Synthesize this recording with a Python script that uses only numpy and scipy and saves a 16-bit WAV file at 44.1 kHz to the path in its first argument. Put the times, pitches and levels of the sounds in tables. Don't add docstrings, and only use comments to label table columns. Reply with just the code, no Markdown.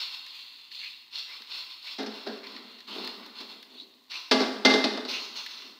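import sys
import numpy as np
from scipy import signal
from scipy.fft import rfft, irfft
from scipy.io import wavfile

SR = 44100
rng = np.random.default_rng(int(sys.argv[2]) if len(sys.argv) > 2 else 0)


def generate_wav(signal):
    frames = np.transpose(np.atleast_2d(signal))
    scaled = np.clip(frames, -1, 1) * 32767
    pcm = np.round(scaled).astype(np.int16)
    wavfile.write(sys.argv[1], SR, pcm)


N = 255542
TIME = np.arange(N) / SR

# frequency in Hz, relative level in dB.
TICK_SPECTRUM = [(120, -34), (400, -16), (1000, -30), (1800, 7), (2700, 0.5), (4300, 11.5), (5300, 0.5),
                 (6500, -28), (15000, -38)]
FIZZ_SPECTRUM = [(4500, -9.5), (5800, 4), (7000, 0), (8500, -5), (11500, -8), (15000, -2)]


def amp(db):
    return 10 ** (np.asarray(db) / 20)


def unit(x):
    return x / np.sqrt(np.mean(x ** 2) + 1e-20)


def lookup(table, hz):
    table_hz, value = np.transpose(table)
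    return np.interp(np.log(hz + 1), np.log(table_hz + 1), value)


def add(mix, start_s, sound):
    part = mix[max(round(start_s * SR), 0):][:len(sound)]
    part += sound[:len(part)]


def colour(x, spectrum, size=4096):
    log_gain = np.log(amp(lookup(spectrum, abs(np.fft.fftfreq(size, 1 / SR)))))
    response = np.exp(np.conj(signal.hilbert(log_gain)))
    taps = np.fft.ifft(response).real[:size // 2]
    return signal.oaconvolve(x, taps / np.linalg.norm(taps))[:len(x)]


def grains(per_s, spread_db):
    size = amp(spread_db * np.minimum(rng.exponential(1, N), 4))
    return unit(size * rng.choice([-1, 1], N) * (rng.random(N) < per_s / SR))


def grain_noise(spectrum, per_s, spread_db):
    return unit(colour(grains(per_s, spread_db), spectrum))


def waver(bandwidth_hz):
    low_pass = np.exp(-(np.fft.rfftfreq(N, 1 / SR) / bandwidth_hz) ** 2)
    return unit(irfft(rfft(rng.standard_normal(N)) * low_pass, N))


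def push(start_s, swell_s, hold_s, sag_db_per_s=17.5, release_s=0.026):
    t = TIME - start_s
    held_s = np.maximum(t - swell_s, 0)
    release = np.exp(-np.maximum(held_s - hold_s, 0) / release_s)
    return np.clip(t / swell_s, 0, 1) ** 1.1 * amp(-sag_db_per_s * held_s) * release


def contact(rise_s, decay_s):
    t = TIME[:SR // 2]
    shape = (1 - np.exp(-t / rise_s)) * np.exp(-t / decay_s)
    return shape / shape.max()


def kitchen(x, wet_db, build_s=0.0038):
    # frequency in Hz, T60 in seconds.
    decay_times = [(200, 1.07), (1400, 1.056), (3700, 0.85), (6000, 0.7), (12000, 1.25)]
    hz, t, bands = signal.stft(rng.standard_normal(SR), SR, nperseg=256)
    fade = np.exp(-np.log(1000) * t / lookup(decay_times, hz)[:, None])
    tail = signal.istft(bands * fade, SR, nperseg=256)[1][:SR]
    tail *= 1 - np.exp(-(TIME[:len(tail)] / build_s) ** 2)
    return x + amp(wet_db) * signal.fftconvolve(x, tail / np.linalg.norm(tail))[:N]


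def room_air(level_db=-65):
    # frequency in Hz, relative level in dB.
    air_spectrum = [(50, -29), (100, 5), (160, -4), (250, 12.5), (600, -4), (1050, 14), (1600, -5),
                    (4200, 12), (5500, -2.5), (11000, -12), (15000, -2)]
    return amp(level_db) * unit(colour(rng.standard_normal(N), air_spectrum))


def hot_oil(sizzle_db=-68, spit_db=-76):
    sizzle = kitchen(grain_noise(TICK_SPECTRUM, per_s=170, spread_db=4.5), wet_db=-2.5)
    spits = kitchen(grain_noise(FIZZ_SPECTRUM, per_s=260, spread_db=4), wet_db=-4)
    return amp(sizzle_db) * unit(sizzle) + amp(spit_db) * unit(spits)


def oil_ticks(body_db=-10, snap_db=-20, body_s=0.0042, snap_s=0.0015):
    # time in seconds, relative level in dB, treble offset in dB.
    partings = [(.2656, -32, 2), (0.716, -35, -8), (1.421, -31.5, -2), (2.032, -28, -5), (2.274, -25.5, -9),
                (2.47, -28.5, -6), (2.565, -29, -11), (2.787, -36, -5), (2.806, -35, -2), (3.049, -29, 3),
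                (3.0755, -23.5, -0.5), (3.2643, -37, 5), (3.629, -33.5, 2), (4.118, -25.5, -18),
                (5.4642, -23.5, -2.5)]
    body, snap = np.zeros((2, N))
    for at_s, db, treble_db in partings:
        add(body, at_s - body_s / 2, amp(db + body_db) * contact(body_s / 2, body_s))
        add(snap, at_s - snap_s, amp(db + snap_db + treble_db) * contact(snap_s / 2, snap_s))
    noise = rng.standard_normal(N)
    return kitchen(colour(body * noise, TICK_SPECTRUM) + colour(snap * noise, FIZZ_SPECTRUM), wet_db=-3.5)


def dough_drag(gain_db=-1.5):
    # start, swell and hold in seconds, relative level in dB.
    drags = [(2.451, 0.047, 0.17, -54), (2.871, 0.055, 0.11, -42), (3.122, 0.052, 0.1, -56),
             (3.394, 0.044, 0.13, -56), (3.655, 0.036, 0.16, -60), (5.54, 0.028, 0.14, -57)]
    # frequency in Hz, relative level in dB.
    rumble_spectrum = [(100, -72), (170, -19.5), (215, 3), (255, 7), (310, -2.5), (400, 1), (500, -10),
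                       (650, -8), (850, -10), (1300, -46.5)]
    force = sum(amp(db + gain_db) * push(*timing_s) for *timing_s, db in drags)
    return kitchen(force * grain_noise(rumble_spectrum, per_s=750, spread_db=4.5), wet_db=0)


def air_pockets(width_hz=620, octaves_per_s=3.9, gain_db=-2):
    # peak time and swell in seconds, resonance at the peak in Hz, relative level in dB.
    pockets = [(.4, 0.041, 2800, -55), (0.859, 0.026, 2460, -40.5), (1.32, .03, 2120, -48),
               (1.885, 0.016, 2400, -42), (2.455, 0.014, 2330, -45), (2.94, 0.027, 3200, -41),
               (3.06, 0.049, 4200, -49), (3.807, 0.021, 3950, -42.5), (4.15, 0.019, 2530, -38.5),
               (5.155, 0.024, 2650, -32.5)]
    low_cut = signal.butter(2, 1200, "high", fs=SR, output="sos")
    drive = signal.sosfilt(low_cut, grains(per_s=6200, spread_db=2.4))
    pole = np.exp(-np.pi * width_hz / SR)
    out = np.zeros(N)
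    for peak_s, swell_s, hz, db in pockets:
        t = TIME - peak_s
        pitch_hz = hz * 2 ** (octaves_per_s * np.clip(t, -2 * swell_s, 2 * swell_s))
        carrier = np.exp(2j * np.pi * np.cumsum(pitch_hz) / SR)
        baseband = signal.lfilter([(1 - pole) ** 2], [1, -2 * pole, pole * pole], drive / carrier)
        out += amp(db + gain_db) * np.exp(-(t / swell_s) ** 2 / 2) * unit((carrier * baseband).real)
    return kitchen(out, wet_db=-10)


def pan_formants(x, top_hz, edge_hz=110, cut_db=15, gain_db=-2, depth=1.116):
    # centre in Hz, width in Hz, lift in dB before scaling by depth.
    formants = [(903, 58, 5), (1023, 81, 5), (1490, 170, 6), (2035, 31, 9), (2775, 127, 6.5),
                (3540, 88, 4.5), (4267, 140, 6), (5230, 160, 4)]
    hz, t, bands = signal.stft(x, SR, nperseg=1024, noverlap=768)
    lift_db = depth * sum(db / (1 + (2 * (hz - centre) / width) ** 2) for centre, width, db in formants)
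    above = 0.5 + 0.5 * np.tanh((hz[:, None] - np.interp(t, TIME, top_hz)) / edge_hz)
    bands *= amp(lift_db[:, None] + gain_db - cut_db * above)
    return signal.istft(bands, SR, nperseg=1024, noverlap=768)[1][:N]


def palm_rub(firm_db=-42, judder_db=1.38):
    # start, swell and hold in seconds, relative hiss and body levels in dB, top edge in Hz.
    strokes = [(-.01, 0.0075, 0.039, -33, -47, 5700), (0.102, 0.024, 0.023, -37.5, -51.5, 5400),
               (0.215, 0.05, .4, -46.5, -60.5, 4900), (0.332, 0.022, 0.051, -43.5, -79, 5100),
               (.702, 0.019, .19, -41, -61.5, 5140), (1.104, 0.054, .035, -35, -50, 5870),
               (1.267, 0.025, 0.077, -44.5, -53.5, 5600), (1.458, 0.071, 0.087, -37.5, -49, 5680),
               (1.682, 0.026, 0.015, -42.5, -62, 5470), (1.797, 0.076, 0.063, -38.5, -51, 5600),
               (2.053, 0.058, 0.27, -45, -49.5, 5700), (2.424, 0.014, 0.15, -46.5, -49, 5700),
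               (2.616, 0.013, .18, -50, -57.5, 4500), (2.867, 0.014, .21, -39.5, -44, 5560),
               (3.169, 0.026, 0.09, -49.5, -49, 5470), (3.327, 0.052, 0.033, -41, -47.5, 5300),
               (3.474, 0.023, 0.023, -43.5, -51.5, 5450), (3.68, .03, 0.093, -52.5, -67, 4600),
               (4.094, 0.023, 0.061, -37.5, -46, 6360), (5.075, 0.012, 0.068, -32, -40.5, 6400),
               (5.181, 0.029, 0.025, -37.5, -45, 7500), (5.33, 0.039, 0.034, -36.5, -45.5, 6900),
               (5.467, 0.043, 0.17, -45.5, -54, 6250)]
    # frequency in Hz, relative level in dB.
    hiss_spectrum = [(600, -49.5), (1300, -33), (1900, -14), (2500, -6), (3200, -2.5), (3900, 2),
                     (4450, 2.5), (4800, -4), (5500, -7), (6300, -9), (7600, -23), (9000, -58.5)]
    body_spectrum = [(150, -48), (300, -4.5), (650, -5.5), (850, -1.5), (1150, 6.5), (1400, -0.5),
                     (1750, -5.5), (2300, 1), (3500, -29.5)]
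    start_s, swell_s, hold_s, hiss_db, body_db, top_hz = np.transpose(strokes)
    power = np.array([push(*timing_s) for timing_s in zip(start_s, swell_s, hold_s)]) ** 2

    def envelope(db):
        return np.sqrt(amp(db) ** 2 @ power)

    hiss = envelope(hiss_db - 1.5) * grain_noise(hiss_spectrum, per_s=4200, spread_db=2.7)
    body = envelope(body_db - 6) * grain_noise(body_spectrum, per_s=2800, spread_db=2.8)
    fizz_db = -63.5 + 0.92 * (hiss_db - firm_db)
    fizz = envelope(fizz_db) * grain_noise(FIZZ_SPECTRUM, per_s=3200, spread_db=3.5)
    moving_top_hz = np.interp(TIME, start_s + swell_s + hold_s / 2, top_hz)
    judder = amp(judder_db * waver(bandwidth_hz=43))
    return kitchen((pan_formants(hiss + body, moving_top_hz) + fizz) * judder, wet_db=0.5)


def pan_ring(rim_db, lowest_t60_s, rim_hz=2090, rise_s=0.0018):
    # frequency in Hz, relative level in dB.
    pan_modes = [(217, -3.5), (250, -2.5), (260, 14.5), (334, -10), (431, 7.5), (443, -35), (552, 2),
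                 (645, 7.5), (816, 4), (842, 5), (1142, 2), (1173, -1), (1675, 0.5), (2083, 1), (2108, -9),
                 (2643, -3), (2854, 1), (3602, -30), (3872, -14), (4263, -12), (4380, -8), (4582, -25),
                 (5276, -40), (5862, -59)]
    t = TIME[:SR * 3 // 2]
    hz, db = np.transpose(pan_modes)[:, :, None]
    level = amp(db + rim_db * np.exp(-((hz - rim_hz) / 210) ** 2))
    fade = np.exp(-np.log(1000) * t / lowest_t60_s * (hz / hz[0]) ** 0.045)
    modes = level * fade * np.sin(2 * np.pi * (hz * t + rng.random(hz.shape)))
    low_cut = signal.butter(6, 185, "high", fs=SR, output="sos")
    return signal.sosfilt(low_cut, modes.sum(0) * (1 - np.exp(-t / rise_s)))


def slaps(squelch_s=0.017, free_t60_s=0.71, pressed_t60_s=0.22, bounce_db=-40):
    # start in seconds, relative smack and thud levels in dB, smack decay in seconds,
    # rim and oil offsets in dB.
    blows = [(1.4, -61, -58.5, 0.0037, -13, 4), (1.983, -36.5, -34.5, 0.025, 14.5, -3),
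             (2.062, -36, -45.5, 0.0074, -5, -8), (2.262, -44, -34.5, 0.018, -11, -5),
             (3.401, -42, -48.5, .014, -12, -10), (4.3114, -15, -23.5, 0.013, 3, -8),
             (4.399, -28, -26.5, 0.022, 1, 2), (4.649, -13.5, -21.5, 0.012, 14.5, -4),
             (4.691, -27, -32.5, 0.038, -11, 9), (4.737, -25, -26.5, .009, 0, 10),
             (4.84, -20.5, -28, 0.0086, -15, -6), (4.937, -57, -38.5, 0.03, -23.5, -10),
             (4.974, -34.5, -42, .0055, -12, -10), (5.05, -35, -52, 0.0068, -7.5, -6)]
    # frequency in Hz, relative level in dB.
    smack_spectrum = [(300, -34.5), (900, -1.5), (1600, -5.5), (2100, -4.5), (2900, -7), (3600, 2),
                      (4400, 3), (5300, -2), (6100, -13.5), (7200, -24.5), (9000, -30), (12000, -39),
                      (15000, -39)]
    thud_spectrum = [(40, -46.5), (150, -50.5), (182, -24), (212, 4.5), (260, 1.5), (310, -2), (430, 5),
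                     (510, -7.5), (650, -4), (840, -8), (1000, -16.5), (1600, -11.5), (2600, -28),
                     (5000, -64)]
    squelch_spectrum = [(2000, -41), (6300, 19.5), (8500, -18), (11500, -24), (15000, 10)]
    smack, thud, ring, squelch = np.zeros((4, N))
    for start_s, smack_db, thud_db, decay_s, rim_db, oil_db in blows:
        rise_s, ring_db = 0.17 * decay_s, smack_db - 19.5
        add(smack, start_s, amp(smack_db) * contact(rise_s, decay_s))
        add(thud, start_s, amp(thud_db) * contact(2.25 * rise_s, 2.4 * decay_s))
        t60_s = free_t60_s if ring_db > bounce_db else pressed_t60_s
        add(ring, start_s, amp(ring_db) * pan_ring(rim_db, t60_s))
        add(squelch, start_s, amp(smack_db - 33 + oil_db) * contact(squelch_s / 2, squelch_s))
    crackle = grains(per_s=450, spread_db=3) * amp(4.5 * waver(bandwidth_hz=30))
    squelch = colour(squelch * crackle, squelch_spectrum)
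    smack = colour(smack * grains(per_s=14000, spread_db=0.13), smack_spectrum)
    thud = colour(thud * grains(per_s=6500, spread_db=1), thud_spectrum)
    return kitchen(smack + squelch, wet_db=-2.5) + kitchen(thud, wet_db=-4.5) + ring


def scene():
    return (palm_rub() + air_pockets() + dough_drag() + slaps() + oil_ticks() + room_air() + hot_oil())[None]


def record(dry, cutoff_hz=15650):
    taps = signal.firwin(511, cutoff_hz, window=("kaiser", 9), fs=SR)
    return signal.oaconvolve(dry, taps[None], "same")


dry = scene()
out = record(dry)
generate_wav(out)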